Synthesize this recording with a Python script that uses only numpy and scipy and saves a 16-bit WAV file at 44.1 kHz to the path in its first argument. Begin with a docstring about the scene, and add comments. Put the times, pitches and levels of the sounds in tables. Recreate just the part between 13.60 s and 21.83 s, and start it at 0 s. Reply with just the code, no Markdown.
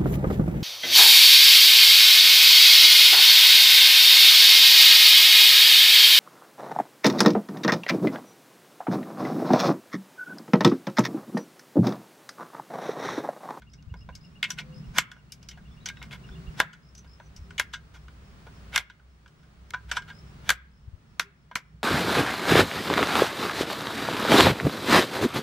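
"""At an outdoor bench under a roof, cartridges are picked from a box and pressed into a magazine.
Each impact excites the damped modes of magazine, spring and brass; friction drives the same modes
as a round slides under the feed lips, then it snaps home and the bench thuds. Crickets, birds, low
rumble and wind on the microphone lie behind. Air, rumble, peeps and far trills sink after each
hard blow and creep back."""
import sys
import numpy as np
from scipy import signal
from scipy.fft import rfft, irfft, next_fast_len
from scipy.io import wavfile
from scipy.ndimage import uniform_filter1d

SR = 44100
rng = np.random.default_rng(int(sys.argv[2]) if len(sys.argv) > 2 else 0)


def waveform_to_disk(signal):
    """Save audio, clipped to [-1, 1], as 16-bit WAV at the path in sys.argv[1]."""
    frames = np.transpose(np.atleast_2d(signal))
    scaled = np.clip(frames, -1, 1) * 32767
    samples = np.round(scaled).astype(np.int16)
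    wavfile.write(sys.argv[1], SR, samples)


N = 362943


def from_db(db):
    """Amplitude ratio of a level in decibels."""
    return 10 ** (np.asarray(db) / 20)


def rms_one(x):
    """Normalisation to unit rms."""
    return x / np.sqrt(np.mean(x ** 2) + 1e-20)


def in_time(rows):
    """Linear interpolation of each column at every sample."""
    s, *columns = np.transpose(rows)
    return [np.interp(np.arange(N) / SR, s, c) for c in columns]


def at_hz(points, hz):
    """Interpolation on a logarithmic frequency axis."""
    freqs, values = np.transpose(points)
    return np.interp(np.log(hz), np.log(freqs), values, left=-80, right=values[-1])


def add(out, sound, s):
    """Superposition of a sound from time s on."""
    i = round(s * SR)
    out[..., i:i + sound.shape[-1]] += sound[..., :N - i]


def left_right(mid_side):
    """Sum and difference turn mid and side into left and right."""
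    return mid_side[..., :1, :] + mid_side[..., 1:, :] * [[1], [-1]]


def ring(x, hz, t60):
    """Damped resonator: its impulse response is a decaying sine of height 1."""
    r, w = from_db(-60 / (t60 * SR)), 2 * np.pi * hz / SR
    return signal.lfilter([0, np.sin(w)], [1, -2 * r * np.cos(w), r * r], x)


def note(hz, length, bend):
    """Frequency modulation: a soft tone arches up to hz from the fraction bend below it, and back."""
    share = np.linspace(0, 1, round(length * SR))
    pitch = hz * (1 - bend * (2 * share - 1) ** 2)
    return np.sin(np.pi * share) * np.sin(2 * np.pi * np.cumsum(pitch) / SR)


def grit(shape):
    """Uneven micro-impacts: noise with a heavy-tailed amplitude distribution."""
    return rng.standard_normal(shape) * from_db(2.5 * np.minimum(rng.exponential(1, shape), 5))


def scatter(x, level_db, t60):
    """Diffuse reflection: convolution with decaying noise, different on each side."""
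    t = np.arange(round(t60 * SR)) / SR
    tail = rng.standard_normal((2, len(t))) * from_db(level_db - 60 * t / t60)
    return signal.fftconvolve(x[None], tail, axes=1)[:, :N]


# Left-right coherence of the background: f/Hz, coherence (negative values act as 0)
COHERENCE = [(60, 0.98), (130, 0.94), (290, 0.57), (640, 0.48), (1410, -0.95), (3100, -0.24), (6820, -0.25),
             (15000, -0.68)]

def coloured_noise(spectrum):
    """Partial coherence: independent mid and side noises mix to shaped stereo noise of unit rms."""
    size = next_fast_len(N)
    hz = np.maximum(np.fft.rfftfreq(size, 1 / SR), 1)
    white = rfft(rng.standard_normal((2, size)))
    mid, side = white * from_db(at_hz(spectrum, hz)) * (hz < spectrum[-1][0])
    alike = np.clip(at_hz([(0.77, 0.89)] + list(COHERENCE), hz), 0, 1)
    stereo = np.sqrt(1 + alike) * mid + np.sqrt(1 - alike) * side * [[1], [-1]]
    return rms_one(irfft(stereo, size)[:, :N])


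# Hardest blows: t/s, level/dB of the bench thud, level/dB to which the air then sinks
HARD_BLOWS = [(1.384, -31, -65), (3.0, -28.5, -65), (3.994, -55.5, -62.5), (5.161, -43, -67.5),
              (6.894, -44, -68), (7.596, -36.5, -68.5), (7.956, -32, -67.5)]

def air_level(start_db=-67, sink_s=0.11, creep_db_per_s=7.5):
    """Level envelope in dB: the background sinks after each hard blow and recovers at an even rate."""
    rows = [(0, start_db)]
    for s, _, low_db in list(HARD_BLOWS) + [(N / SR, 0, 0)]:
        last_s, last_db = rows[-1]
        rows += [(s, last_db + creep_db_per_s * (s - last_s)), (s + sink_s, low_db)]
    return in_time(rows)[0]


# Spectrum of the open air: f/Hz, relative density level/dB
AIR_SPECTRUM = [(140, -31), (230, -7.5), (350, -7.5), (405, -5.5), (476, -11.5), (867, -12), (1300, -10.5),
                (1660, -14), (2650, -17.5), (5140, -23.5), (11000, -34), (14300, -65), (22000, -120)]

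def open_air(air_db, whine_hz=15622, whine_db=-16):
    """Broadband noise and a thin pure tone share one envelope."""
    whine = from_db(whine_db) * np.sin(2 * np.pi * whine_hz * np.arange(N) / SR)
    return from_db(air_db) * (coloured_noise(AIR_SPECTRUM) + whine)


# Spectra of the deep and upper rumble: f/Hz, relative density level/dB
DEEP_SPECTRUM = [(12, -25), (25, -14.5), (40, -15), (52, -8.5), (62, 5.5), (72, -10.5), (90, -12),
                 (110, -10), (140, -41.5)]
UPPER_SPECTRUM = [(56, -48), (95, -11), (156, 1.5), (183, -6), (205, -6), (300, -22), (390, -41),
                  (660, -120)]
# Swell of the rumble: t/s, deep level/dB, upper level/dB (both re the air)
RUMBLE_LEVELS = [(0, 8.5, 8.5), (.45, 18, 13.5), (.8, 3, 9.5), (1.2, 6, 15), (1.55, 6, 7.5), (2, 11, 8.5),
                 (2.8, 5.5, 10), (3.1, 5, 7.5), (4, 11.5, 5), (5.4, 6.5, 3), (7.3, 11, 6), (7.7, 5.5, 5.5),
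                 (8.23, 10.5, 8.5)]

def rumble(air_db):
    """Slow amplitude modulation of two low noise bands."""
    deep_db, upper_db = in_time(RUMBLE_LEVELS)
    deep = from_db(deep_db) * coloured_noise(DEEP_SPECTRUM)
    upper = from_db(upper_db) * coloured_noise(UPPER_SPECTRUM)
    return from_db(air_db) * (deep + upper)


# Gusts on the microphone: t/s, mean level/dB, f/Hz
GUSTS = [(.27, -35, 91), (0.312, -29.5, 98.5), (0.503, -42, 78), (1.271, -36, 43.6), (2.167, -49, 51),
         (2.702, -37, 54), (2.871, -31.5, 59.5), (3.779, -33, 59.7), (3.81, -39.5, 82), (7.273, -37, 93.5),
         (7.329, -41, 79.8), (8.141, -44, 120.5)]

def wind_puffs():
    """Gust pressure displaces the membrane for about two uneven cycles."""
    out = np.zeros((2, N))
    for s, level_db, hz in GUSTS:
        gains = from_db(level_db + rng.normal(0, 4.0, (2, 1)))
        add(out, gains * note(hz, 2.07 / hz, bend=0.42), s)
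    return out


# Dove-like coos and a warbling bird: t/s, duration/s, top f/Hz, level/dB
COO_NOTES = [(1.0, 0.24, 513, -62), (2.56, 0.41, 381, -60), (3.841, 0.14, 404, -66),
             (7.628, 0.075, 403, -64)]
WARBLE_NOTES = [(2.066, .035, 3500, -69), (2.103, 0.041, 3550, -64.5), (2.198, .045, 3950, -62),
                (2.357, .035, 3850, -59), (2.39, .035, 3850, -60), (2.67, .035, 3660, -66),
                (2.705, .05, 3590, -57)]

def far_birds():
    """Gliding pure tones: the pitch arches slightly in a coo, widely in a warble."""
    out = np.zeros(N)
    for notes, bend in [(COO_NOTES, 0.046), (WARBLE_NOTES, 0.2)]:
        for s, length, hz, level_db in notes:
            add(out, from_db(level_db) * note(hz, length, bend), s)
    return out


def far_crickets(air_db, first_s=0.645, period_s=0.2835, trill_s=0.13, trill_db=-15.5):
    """Trills blur to narrow-band noise, modulated on an even beat; a lower cricket answers each."""
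    hiss = rng.standard_normal(N)
    high = rms_one(ring(hiss, hz=5300, t60=0.018))
    low = rms_one(ring(hiss, hz=4450, t60=0.013))
    beat = np.zeros(N)
    for s in np.arange(first_s, N / SR, period_s):
        add(beat, from_db(trill_db) * np.sqrt(np.hanning(round(trill_s * SR))), s)
    trills = beat * high
    add(trills, from_db(-4.5) * beat * low, s=0.12)
    return from_db(air_db) * trills


# Bouts of peeps: first t/s, last t/s, mean level/dB re the air
PEEP_BOUTS = [(0.071, 0.7565, 5), (1.125, 1.241, -1.5), (1.585, 2.172, -0.5), (2.639, 2.871, 1.5)]

def peeping_bird(air_db, hz=2870, peep_s=0.03, period_s=0.116):
    """A periodic train of tone bursts, with slight jitter in pitch and level."""
    out = np.zeros(N)
    for first, last, level_db in PEEP_BOUTS:
        for s in np.linspace(first, last, round((last - first) / period_s) + 1):
            peep = note(hz * rng.normal(1, 0.0019), peep_s, bend=0.11)
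            add(out, from_db(level_db + rng.normal(0, 1.5)) * peep, s - peep_s / 5)
    return from_db(air_db) * out


# Chirps: t/s, level/dB towards which the pulses rise, number of pulses
CHIRPS = [(.096, -54, 3), (0.367, -52, 3), (.608, -50.5, 3), (1.14, -47.5, 3), (3.228, -55.5, 4),
          (3.473, -51, 4), (6.527, -49.5, 4), (7.113, -64, 4)]

def near_cricket(hz=5140, period_s=0.0194, step_db=2.8):
    """Stridulation: wing teeth catch unevenly, in raspy pulses of rising pitch and level."""
    out = np.zeros(N)
    for s, level_db, pulses in CHIRPS:
        for k in range(round(pulses)):
            pulse = note(hz * (1 + 0.017 * (k - 1)), length=0.01, bend=0.045)
            rasp = 1 + 2.0 * uniform_filter1d(rng.standard_normal(len(pulse)), size=40)
            gain = from_db(level_db - step_db * (round(pulses) - k))
            add(out, gain * pulse * rasp, s + k * period_s)
    return out


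def bench_thuds(hz=210, t60=0.019):
    """Impulse response of the board: each hard blow drives two low resonators in series."""
    impulses = np.zeros(N) + 1e-18
    for s, level_db, _ in HARD_BLOWS:
        impulses[round(s * SR)] = from_db(level_db)
    return ring(ring(impulses, hz, t60), 1.4 * hz, t60) / 30   # offsets the resonant gain


# Brass rubbing on brass: start t/s, strongest t/s, end t/s, peak level/dB
RUBS = [(3.345, 3.39, 3.44, -51), (3.56, 3.67, 3.7, -66)]

def brass_rubs(hz=6020, rise_db=23, fall_db=29):
    """Friction drives one narrow brass mode, swelling and dying."""
    out = np.zeros(N)
    for start, top, end, peak_db in RUBS:
        t = np.arange(start, end, 1 / SR)
        level_db = peak_db - np.interp(t, [start, top, end], [rise_db, 0, fall_db])
        add(out, from_db(level_db) * rms_one(ring(grit(len(t)), hz, t60=0.025)), start)
    return out


# Six bands: lower f/Hz, upper f/Hz
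BAND_EDGES = [(450, 1200), (1200, 1850), (1850, 2750), (2750, 4300), (4300, 6800), (6800, 12500)]
# Per band: level/dB of the unpitched crack; level/dB of side re mid
CRACK_DB = [8, -8.5, -3, -8, -4, 6.5]
SIDE_DB = [-18.5, -21.5, -12, -12.5, -7.5, -1.5]
# Modes of magazine, spring and brass: f/Hz, level/dB, T60/s
MODES = [(564, -21, 0.029), (762, -8.5, .025), (957, 5, 0.025), (1000.7, 0.5, 0.096), (1440, -11.5, 0.09),
         (1510, 2.5, 0.021), (1476.5, 9, 0.034), (1599.5, 0.5, 0.12), (1600, -6, 0.078), (1966, -4, 0.025),
         (2136, -3, 0.087), (2180, -0.5, 0.039), (2328, 1, 0.027), (2600, -10, 0.046), (3034, 7, 0.0059),
         (3370, 1.5, 0.016), (3660, -1, 0.0079), (4165, -9, .015), (4990, -4, 0.0071), (5360, 0, 0.009),
         (5827, 0.5, 0.014), (6306, -1.5, 0.006), (7740, -14, 0.013), (8073, -9, 0.013)]

def struck_parts(force, band, ringing_db, t60_scale):
    """Modal superposition in one band: the crack plus randomly weighted modes, as mid and side."""
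    low, high = BAND_EDGES[band]
    force = signal.sosfilt(signal.butter(2, [low, high], "band", fs=SR, output="sos"), force)
    out = from_db(CRACK_DB[band]) * force
    for hz, level_db, t60 in MODES:
        if low <= hz < high:
            strength = from_db(level_db + ringing_db + rng.normal(0, 4.2, force.shape[:-2] + (1, 1)))
            held_t60 = t60_scale * t60   # the grip sets the damping
            out = out + strength * ring(force, hz, held_t60) * 6.6 / np.sqrt(held_t60 * SR)
    return out * from_db([[0], [SIDE_DB[band]]])


# A round is pushed under the lips, ever harder: start t/s, end t/s, final force level/dB
PUSHES = [(0.868, 0.909, -51.5), (0.964, 0.991, -49.5), (1.331, 1.386, -38.5), (2.957, 3.011, -40.5),
          (3.982, 3.997, -41.5), (5.113, 5.165, -37), (6.27, 6.302, -56.5), (6.331, 6.374, -45),
          (6.811, 6.89, -54)]
# Rounds drag on each other and come to rest: start t/s, end t/s, force level/dB the fall starts from
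DRAGS = [(0.988, 1.015, -42.5), (2.256, 2.296, -46), (2.424, 2.468, -53.5), (2.507, 2.561, -42),
         (4.128, 4.15, -41), (4.335, 4.375, -51), (6.474, 6.515, -50)]
# Colour of sliding: level/dB per band
SLIDE_DB = [-7, -7.5, -2.5, -7, -11, -12.5]

def slides(rise_db=20, fall_db=21, release_t60=0.043):
    """Sliding friction forces the modes; it sets in softly and dies away fast."""
    out = np.zeros((2, N))
    strokes = [(start, end, db - rise_db, db) for start, end, db in PUSHES]
    strokes += [(start, end, db, db - fall_db) for start, end, db in DRAGS]
    for start, end, start_db, end_db in strokes:
        share = np.linspace(0, 1, round((end - start) * SR))
        stroke = from_db(start_db + (end_db - start_db) * share) * np.minimum(share / 0.71, 1)
        release = from_db(end_db - 60 * np.arange(SR // 20) / SR / release_t60)
        envelope = np.append(stroke, release)
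        force = envelope * grit((2, len(envelope)))
        bands = [from_db(db) * struck_parts(force, band, ringing_db=-4, t60_scale=0.77)
                 for band, db in enumerate(SLIDE_DB)]
        add(out, left_right(sum(bands)), start)
    return out


# Impacts: t/s, level/dB, treble tilt/(dB per band), tail level/dB re the chatter
KNOCKS = [(.339, -27.5, 0.014, -9), (.488, -29, -2.3, -3), (1.973, -35, 0.2, 3), (3.443, -37, 1.7, 13),
          (3.598, -31.5, -0.77, -9.5), (4.866, -30, .9, 2), (7.912, -27.5, -0.89, -9)]     # the box on the bench
CLINKS = [(.133, -36, -1.5, 6), (.224, -42.5, -1.6, -22), (.551, -31.5, 1.2, -1), (.903, -11.5, -1.4, -11),
          (1.72, -27.5, 3.3, -5), (1.827, -36, -2, -3), (1.886, -24, -.6, -4), (2.257, -13, -3.1, 1),
          (3.35, -38.5, 1.2, -11), (3.378, -40, 1.8, -6), (3.762, -35.5, 1.7, 14)]     # brass on brass
RATTLES = [(.827, -10.5, -0.8, -7.5), (.838, -17.5, -0.8, 2), (.847, -22, -3, -30), (.916, -30, 4.8, -4),
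           (.985, -21, -0.6, -1.5), (1.91, -37.5, 2.2, 9), (2.286, -22.5, 3, -10.5),
           (2.369, -37.5, -2, -12), (2.415, -35.5, -8.5, -1), (2.426, -31.5, 3.5, -9),
           (2.509, -34, -3, -17), (2.527, -32, 1, 3), (3.979, -19, 1.8, 2)]   # case walls against each other
TAPS = [(.018, -38, 0.5, -2), (1.515, -27, 2.3, -4.5), (1.563, -43.5, -2, 5), (2.298, -26, 1.2, -27),
        (2.688, -37.5, -0.2, -14), (3.13, -33.5, 2.8, 2.5), (3.905, -31, 1, -9), (4.135, -19, 2.7, 4.5),
        (4.481, -35.5, 0.5, -11.5), (5.298, -32.5, 0, -4), (5.395, -50, -.6, -12), (5.659, -39.5, -1, -8),
        (5.677, -43, 4.5, -8), (5.83, -48, 1.5, 0.5), (6.135, -19, -1.5, 0), (6.143, -18.5, -2.5, -29),
        (6.172, -42, -2, 0), (6.313, -8.5, 2.9, -4.5), (6.367, -11, 0.9, 1), (6.42, -33, 2, -4),
        (6.5, -30, -0.5, -3)]         # a round on the hollow magazine
SNAPS = [(1.383, 4, 0.4, -22.5), (1.39, -12, 3, -4), (3.0, 2, -2.1, -19), (3.996, -4, -0.2, -12),
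         (5.159, -2.5, 2, -23), (5.176, -5.5, 1, -11), (6.105, -29, 3.5, -33.5), (6.891, -1.5, 0.8, -14),
         (6.902, -0.5, 0.85, -12), (7.595, -4, 0.4, -9.5), (7.954, -9.5, 0.3, -6)]       # a round snaps home under the feed lips, often with a rebound
# Timbre of each kind: ringing level/dB, T60 factor, then relative peak level/dB in the six bands
KNOCK_TIMBRE = (-10.5, 0.95, -12.5, -15.5, -21, -20.5, -28.5, -37)
CLINK_TIMBRE = (2, 1.3, -42.5, -26, -23.5, -16.5, -8, -19.5)
RATTLE_TIMBRE = (5, 1.16, -30.5, -18.5, -7.5, -7, -16.5, -22.5)
TAP_TIMBRE = (8.5, 1.25, -20, -7, -18.5, -14.5, -22.5, -31.5)
SNAP_TIMBRE = (0.5, 0.4, -20, -10, -11, -12, -16, -19.5)
# The treble leans left: level/dB of left re right, per band
PAN_DB = [0, .3, 0.502, 0.801, 1.2, 1.5]

def impacts(chatter_s=0.003, onset_s=0.0011, tail_t60=0.088):
    """Impact excitation: a cluster of collisions rings the parts; bench and roof scatter a short tail."""
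    kinds = [(SNAPS, SNAP_TIMBRE), (TAPS, TAP_TIMBRE), (RATTLES, RATTLE_TIMBRE),
             (CLINKS, CLINK_TIMBRE), (KNOCKS, KNOCK_TIMBRE)]
    out = np.zeros((2, N))
    t = np.arange(SR // 6) / SR
    chatter = np.exp(-(t / chatter_s) ** 2)
    onset = 1 - np.exp(-t / onset_s)   # the force builds over the first collisions
    for table, (ringing_db, t60_scale, *colour_db) in kinds:
        start, level_db, tilt_db, tail_db = np.transpose(table)[:, :, None, None]
        tail = from_db(tail_db - 60 * t / tail_t60)
        force = onset * (chatter + tail) * grit((len(table), 2, len(t)))
        sounds = 0
        for band, pan_db in enumerate(PAN_DB):
            part = struck_parts(force, band, ringing_db, t60_scale)
            mid_peak = np.abs(part[:, :1]).max(axis=-1, keepdims=True)
            from_centre = band - (len(BAND_EDGES) - 1) / 2
            part = part / mid_peak * from_db(level_db + colour_db[band] + tilt_db * from_centre)
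            sounds = sounds + left_right(part) * from_db([[pan_db / 2], [-pan_db / 2]])
        for s, sound in zip(start.ravel(), sounds):
            add(out, sound, s)
    return out


def scene(roof_band_hz=(1000, 2800)):
    """Superposition of background, calls and handling, with diffuse returns from trees and roof."""
    air_db = air_level()
    background = open_air(air_db) + rumble(air_db)
    hands = impacts() + slides() + brass_rubs() + bench_thuds()
    calls = peeping_bird(air_db) + near_cricket() + far_crickets(air_db) + far_birds()
    roof_filter = signal.butter(2, roof_band_hz, "band", fs=SR, output="sos")
    roof = scatter(signal.sosfilt(roof_filter, hands.mean(axis=0)), level_db=-51, t60=0.4)
    trees = scatter(calls, level_db=-28, t60=0.14)
    return background + wind_puffs() + calls + trees + hands + roof


def record(dry, ceiling=0.43, stop_hz=17000):
    """Soft saturation squashes the peaks; a low-pass filter cuts the top."""
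    squashed = dry / (1 + np.abs(dry / ceiling) ** 4) ** 0.25
    return signal.sosfilt(signal.cheby2(12, 70, stop_hz, fs=SR, output="sos"), squashed)


dry = scene()
out = record(dry)
waveform_to_disk(out)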